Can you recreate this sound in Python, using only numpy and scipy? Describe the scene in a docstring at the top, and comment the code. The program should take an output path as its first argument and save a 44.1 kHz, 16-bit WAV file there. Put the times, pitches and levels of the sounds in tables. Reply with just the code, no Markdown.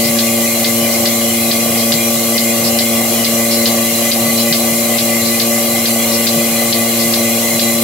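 """The four-vane vacuum pump of a bucket milking machine drones in a cow shed, heard above the pail.
Its vanes puff out rough exhaust, air hisses and whistles in at the regulator, and the belt chirps.
The pulsator on the lid snaps back and forth with puffs of air, the teat liners sigh before each
strong snap, and slugs of milk from the hose make the air in the steel pail boom softly."""
import sys
import numpy as np
from scipy import signal
from scipy.fft import rfft, irfft
from scipy.io import wavfile
from scipy.ndimage import uniform_filter1d, map_coordinates

SR = 44100
rng = np.random.default_rng(int(sys.argv[2]) if len(sys.argv) > 2 else 0)


def wrap_up_sound(samples):
    """Save the sound to the file named by the first command line argument, as 16-bit audio."""
    columns = np.atleast_2d(samples).T
    # keep every value between -1 and 1, then stretch to whole-number steps
    tamed = np.clip(columns, -1, 1)
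    steps = np.round(tamed * 32767).astype(np.int16)
    wavfile.write(sys.argv[1], SR, steps)


N = 345303
TIME_S = np.arange(N) / SR
BINS_HZ = np.maximum(np.fft.rfftfreq(N, 1 / SR), 1)
SIDE_SIGN = np.array([[1], [-1]])
SHAFT_HZ, BELT_TURN_S = 28.835, 0.2129

# Pump tones: shaft_multiple, relative_db
PUMP_ORDERS = [(1, -59), (2, -40.5), (4, -16), (8, -1), (10, -27), (12, -10.5), (16, -14.5), (19, -20),
               (20, -7.5), (21, -23), (22, -24.5), (23, -22), (24, -24), (25, -36), (28, -26), (36, -30.5),
               (37, -46), (40, -19.5), (52, -30)]
# Stereo position of the tones: pitch_hz, left_minus_right_db, left_lead_rad
TONE_POSITIONS = [(115, -0.8, 0.0022), (231, 0.9, -0.14), (346, 5, 0.29), (461, 1, 0), (577, 2, -0.49),
                  (1153, 1.5, .18)]

def pump_drone(turns, gain_db=-18, waver_db=1.23, tug_db_per_khz=2.0, flip_hz=(410, 520)):
    """Vane orders are phase-locked; the orders between them come from uneven wear."""
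    position_hz, left_db, lead_rad = np.transpose(TONE_POSITIONS)
    tug = belt_swing(peak_s=0.19)   # each belt turn tugs at the pump
    out = np.zeros((2, N))
    for order, db in PUMP_ORDERS:
        hz = order * SHAFT_HZ
        inverted = flip_hz[0] < hz < flip_hz[1]   # by the muffler, between dead spot and resonance
        offset = rng.random() if order % len(VANES) else inverted / 2
        phase = 2 * np.pi * (order * turns + offset)
        phase = phase + np.interp(hz, position_hz, lead_rad) * SIDE_SIGN / 2
        tug_db = tug_db_per_khz * min(hz, 600) / 1000 * tug
        level = from_db(db + tug_db + waver_db * min(order / 20, 1) * drift(6))
        out += pan(level * np.sqrt(2) * np.sin(phase), np.interp(hz, position_hz, left_db))
    return out * from_db(gain_db + pump_load_db())

# Slow changes of pump load: time_s, load_db
PUMP_LOAD = [(0.05, -18.5), (0.41, -16.5), (0.5, -20.5), (0.84, -16.5), (0.91, -19.5), (3.0, -18.5),
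             (3.06, -20), (3.6, -16.5), (4.05, -21.5), (4.22, -18), (5.8, -19.5), (7.35, -18), (7.39, -21),
             (7.78, -17.5)]

def pump_load_db(follow=0.65, sag_db=1, sag_after_s=0.31, sag_width_s=0.13):
    """The drone partly follows the load and sags each pulsator cycle while the vacuum rebuilds."""
    sag = sum(bell(TIME_S, snap_s + sag_after_s, sag_width_s) for snap_s, _, _ in PULSATOR_CYCLES)
    db = follow * np.interp(TIME_S, *np.transpose(PUMP_LOAD)) - sag_db * sag
    return db - db.mean()

# Unequally worn vanes: position_turns, puff_db
VANES = [(.14, -2), (.41, -4), (.69, -2), (.93, -0.5)]
# Exhaust rumble before the resonances: freq_hz, density_db
EXHAUST_SPECTRUM = [(20, -90), (45, -90), (66, -83), (85, -56.5), (130, -59.5), (260, -55.5), (370, -53.5),
                    (480, -54), (760, -52), (860, -62.5), (1150, -59.5), (1400, -70.5), (1800, -72),
                    (2600, -79.5)]

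def exhaust(turns, body_db, puff_width_turns=0.15, steady_flow=0.63):
    """Each vane releases a puff of rough air as it passes the port."""
    puffs = sum(from_db(db) * bell((turns - position + 0.5) % 1, 0.529, puff_width_turns)
                for position, db in VANES)
    turbulence = rms_one(steady_flow + puffs) * rng.standard_normal((2, N))
    colour = from_db(at_hz(EXHAUST_SPECTRUM, BINS_HZ) + body_db) * np.sqrt(SR / 2)
    mid, side = rfft(turbulence) * colour
    return pan(irfft(mid, N) + stereo_side(side), 2.3)

# Regulator hiss before the resonances: freq_hz, density_db
HISS_SPECTRUM = [(1400, -81), (1800, -68), (2000, -58.5), (2600, -62), (3600, -62), (4300, -63),
                 (5200, -64.5), (7000, -60), (9300, -61), (11800, -56.5), (13000, -58), (13700, -64),
                 (15800, -62)]

def regulator(turns, body_db, throb=0.028):
    """Air hisses in at the regulator; hiss and whistles throb slightly with the vanes."""
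    hiss = warble(air(at_hz(HISS_SPECTRUM, BINS_HZ) + body_db))
    vane_throb = 1 + throb * np.sin(2 * np.pi * len(VANES) * turns)
    return pan((hiss + leak_whistles()) * vane_throb, 1.0)

def warble(hiss, warble_db=2.5):
    """A faint watery warble in the lower treble, like compressed audio."""
    band_hz, _, cells = signal.stft(hiss, SR, nperseg=1024)
    wander = uniform_filter1d(rng.standard_normal(cells.shape[1:]), size=5, axis=0)
    wander = rms_one(uniform_filter1d(wander, size=6, axis=1))
    depth_db = warble_db * np.minimum(5000 / (band_hz[:, None] + 1), 1)
    return signal.istft(cells * from_db(depth_db * wander), SR)[1][:, :N]

# Steady leak whistles: pitch_hz, width_hz, level_db
LEAK_WHISTLES = [(5417, 12, -46), (7494, 12, -43), (11816, 8, -45)]

def leak_whistles(loudest_hz=4037, far_db=-37.5, close_db=-34, swing_db=3.5, waver_db=2):
    """Air leaks whistle thinly; the loudest swells once a belt turn and grows on coming closer."""
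    power = sum(from_db(db) ** 2 * resonance(hz, width_hz) for hz, width_hz, db in LEAK_WHISTLES)
    steady = air(10 * np.log10(power))
    loudest = air(10 * np.log10(resonance(loudest_hz, width_hz=34)))
    level_db = far_db + (close_db - far_db) * closeness()
    level_db += swing_db * belt_swing(peak_s=0.15) + waver_db * drift(3)
    return steady + loudest * from_db(level_db)

# Belt rubs in one turn: offset_s, pitch_hz, width_s, far_relative_db, close_relative_db
BELT_CHIRPS = [(0.025, 2014, .09, -31.5, -27.5), (.085, 2139, 0.11, -31, -33.5)]

def belt(gain_db=2.5, glide_hz_per_s=170, roughness=0.17, scatter_db=0.8, scatter_hz=3.8):
    """The belt rubs in the pulleys twice a turn, in short, slightly rising chirps."""
    out, close = np.zeros(N), closeness()
    for turn_s in np.arange(0, TIME_S[-1], BELT_TURN_S):
        for offset_s, hz, width_s, far_db, close_db in BELT_CHIRPS:
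            span = np.abs(TIME_S - turn_s - offset_s) < BELT_TURN_S
            t = TIME_S[span] - turn_s - offset_s
            db = far_db + (close_db - far_db) * close[span] + scatter_db * rng.standard_normal()
            pitch_hz = hz + scatter_hz * rng.standard_normal()
            phase = 2 * np.pi * (pitch_hz * t + glide_hz_per_s * t ** 2 / 2 + rng.random())
            out[span] += from_db(db) * bell(t, 0, width_s) * np.sin(phase)
    return pan(out * (1 + roughness * drift(45)) * from_db(gain_db), 4.2)

def belt_swing(peak_s):
    """A swing of +-1 per belt turn."""
    return np.cos(2 * np.pi * (TIME_S - peak_s) / BELT_TURN_S)

# Pulsator cycles: snap_s, snap_relative_db, sigh_db
PULSATOR_CYCLES = [(.187, -7, -22.5), (1.055, -6.5, -24), (1.921, -6.5, -22.5), (2.788, -7, -20),
                   (3.657, -5, -18.5), (4.526, -4.5, -21), (5.398, -6.5, -23), (6.2686, -6, -22),
                   (7.137, -7, -22.5)]

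def slide_strokes(return_after_s=0.4575, return_db=-8, snap_duck_db=4, return_duck_db=8):
    """The slide snaps over, then returns more weakly. Rows: start_s, relative_db, duck_db."""
    snaps = [(snap_s, db, snap_duck_db) for snap_s, db, _ in PULSATOR_CYCLES]
    returns = [(snap_s + return_after_s, return_db, return_duck_db) for snap_s, _, _ in snaps]
    return snaps + returns

# Contacts within a stroke: delay_s, relative_db, t60_s
STROKE_CONTACTS = [(0, 0, .024), (.005, -1.5, .03), (.018, -6.5, .08), (0, -4.5, .19)]
# Snap colour: freq_hz, relative_db
SNAP_SPECTRUM = [(400, -39), (1000, -27), (1600, -2), (2200, -4), (3100, 4), (4500, 10.5), (5400, 4),
                 (6300, -3.5), (9000, -27), (16000, -52)]

def pulsator(gain_db=-4.0):
    """The slide cracks over, rebounds and vents a puff of air that dies in the shed."""
    power, t = np.zeros(N), TIME_S[:SR // 2]
    for start_s, stroke_db, _ in slide_strokes():
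        for delay_s, contact_db, t60_s in STROKE_CONTACTS:
            start = int((start_s + delay_s) * SR)
            decay = from_db(stroke_db + contact_db - 60 * t / t60_s)
            power[start:start + len(t)] += decay[:N - start] ** 2
    snap_noise = rms_one(air(at_hz(SNAP_SPECTRUM, BINS_HZ)))
    return pan(from_db(gain_db) * np.sqrt(power) * snap_noise, 1.1)

def ducking_db(fall_s=0.0034, hold_s=0.0076, recover_s=0.0064):
    """Drone and hiss duck briefly at each snap, as under a fast limiter."""
    out = np.zeros(N)
    for start_s, _, duck_db in slide_strokes():
        t = TIME_S - start_s
        out -= duck_db * np.clip(1 + t / fall_s, 0, 1) * np.exp(-np.maximum(t - hold_s, 0) / recover_s)
    return uniform_filter1d(out, size=90)

# Sigh colour: freq_hz, relative_db
SIGH_SPECTRUM = [(2800, -25), (3700, 7), (4300, 13), (5400, 14), (6000, -8), (9000, -39)]

def teat_liners(lead_s=0.146, rise_s=0.004, hold_s=0.041, fall_s=0.026):
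    """The liners draw a soft gush of air through the narrow pulse tube before each strong snap."""
    corners_s = np.cumsum([-rise_s, rise_s, hold_s, fall_s])
    flow = sum(from_db(db) * np.interp(TIME_S - snap_s + lead_s, corners_s, [0, 1, 1, 0])
               for snap_s, _, db in PULSATOR_CYCLES)
    return pan(flow * rms_one(air(at_hz(SIGH_SPECTRUM, BINS_HZ))), 1.2)

# Large milk slugs in the hose: peak_s, relative_db
LARGE_SLUGS = [(0.096, -23), (1.487, -25), (1.713, -24), (1.955, -21), (2.645, -24), (3.348, -26),
               (4.281, -22), (4.517, -19.5), (6.375, -18.5), (7.066, -24), (7.54, -23)]

def milk(gain_db=-0.5, pail_hz=156.4, scatter_hz=5.2, width_s=0.028, small_gap_s=0.6, small_db=-29):
    """Each slug makes the air in the pail boom briefly; small ones come at random among the large."""
    small_slugs = [(slot_s + small_gap_s * rng.random(), small_db + 2 * rng.standard_normal())
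                   for slot_s in np.arange(0, TIME_S[-1], small_gap_s)]
    out = np.zeros(N)
    for peak_s, db in LARGE_SLUGS + small_slugs:
        span = np.abs(TIME_S - peak_s) < 0.15
        t = TIME_S[span] - peak_s
        hz = pail_hz + scatter_hz * rng.standard_normal()
        boom = np.sin(2 * np.pi * (hz * t + rng.random()))
        out[span] += from_db(db + gain_db) * bell(t, 0, width_s) * boom
    return out

# Resonances and notches: centre_hz, width_hz, gain_db
BODY_RESONANCES = [(298.7, 32, -23), (403.4, 51.6, -13.5), (890, 61, -10.5), (925, 43, 10), (973, 54, -22),
                   (1840, 49, -7.5), (1974, 45, 4.5), (2105, 33, 8), (2310, 41, -16), (2440, 130, 5.5),
                   (2663, 71, -20), (3200, 61, -28), (3584, 240, -6), (1500, 50, 2.5), (1720, 40, 3),
                   (2780, 70, 6), (3010, 80, 3), (3300, 130, 5.5), (3930, 50, 3.5), (4040, 60, 5),
                   (4255, 140, 4.5), (5420, 70, 4), (5860, 170, 3.5), (7500, 280, 3.5), (5550, 100, -8),
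                   (8140, 170, -4.5), (9970, 300, -4)]

def body_response_db():
    """Housing, pipes and pail colour the exhaust and the hiss."""
    return sum(db * bell(BINS_HZ, hz, width_hz) for hz, width_hz, db in BODY_RESONANCES)

def air(density_db, echo_share=0.63, echoes=7):
    """Stereo noise: the side walls return a few echoes, the rest of the shed is diffuse."""
    direct = noise(density_db)
    walls = np.zeros(N)
    walls[rng.integers(SR // 1000, SR // 70, echoes)] = 1 / np.sqrt(echoes)
    reflected = np.sqrt(echo_share) * rfft(direct) * rfft(walls)
    diffuse = np.sqrt(1 - echo_share) * rfft(noise(density_db))
    return direct + stereo_side(reflected + diffuse)

# Stereo width of air noise: freq_hz, side_minus_mid_db
AIR_WIDTH = [(50, -17), (150, -9.5), (300, -6), (700, -8.5), (1500, -2), (2200, -7.5), (3300, -2.5),
             (5000, 0), (12000, -0.8), (16000, 1)]

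def stereo_side(spectrum):
    """Side signal, opposite in the two ears and weakest in the bass."""
    return irfft(spectrum * from_db(at_hz(AIR_WIDTH, BINS_HZ)), N) * SIDE_SIGN

def closeness(approach_s=(3, 3.7)):
    """0 while the listener stands back, 1 when leaning over the pail."""
    return np.interp(TIME_S, approach_s, [0, 1])

def from_db(db):
    """Decibels to gain."""
    return 10 ** (np.asarray(db) / 20)

def rms_one(x):
    """Scale to rms 1."""
    return x / np.sqrt(np.mean(x ** 2) + 1e-20)

def at_hz(points, hz):
    """Interpolate a spectrum on a log-frequency axis."""
    freq_hz, value = np.transpose(points)
    return np.interp(np.log(hz), np.log(freq_hz), value)

def bell(x, centre, width):
    """Bump of height 1, with the given width at half height."""
    return 2 ** -np.minimum((2 * (x - centre) / width) ** 2, 60)

def resonance(hz, width_hz):
    """Power per Hz of a narrow resonance of total power 1."""
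    return 4 / (np.pi * width_hz) / (1 + (2 * (BINS_HZ - hz) / width_hz) ** 2) ** 2

def noise(density_db):
    """Noise with the given power per Hz."""
    return irfft(rfft(rng.standard_normal(N)) * from_db(density_db), N) * np.sqrt(SR / 2)

def drift(rate_hz):
    """Random wander of rms 1."""
    knots = rng.standard_normal(2000)
    return rms_one(map_coordinates(knots, [TIME_S * 2 * rate_hz + 2], order=1, mode="wrap"))

def pan(x, left_db):
    """Make the left ear left_db louder than the right."""
    return x * from_db(left_db * SIDE_SIGN / 2)

def scene(surge_db=1.05, hiss_duck_share=0.3):
    """The shaft drives drone, exhaust and hiss; pulsator and milk keep their own slower beats."""
    turns = np.cumsum(SHAFT_HZ * (1 + 0.0012 * drift(4))) / SR
    body_db, duck_db = body_response_db(), ducking_db()
    surge = from_db(surge_db * drift(4))   # uneven air flow through the pump
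    pump = pump_drone(turns) + surge * exhaust(turns, body_db) + belt()
    hiss = regulator(turns, body_db) * from_db(hiss_duck_share * duck_db)
    return pump * from_db(duck_db) + hiss + pulsator() + teat_liners() + milk()

def record(dry, ceiling=0.9, cutoff_hz=15780):
    """Round the peaks and cut the top treble."""
    rounded = dry / (1 + (dry / ceiling) ** 8) ** (1 / 8)
    return irfft(rfft(rounded) / (1 + (BINS_HZ / cutoff_hz) ** 600), N)

dry = scene()
out = record(dry)
wrap_up_sound(out)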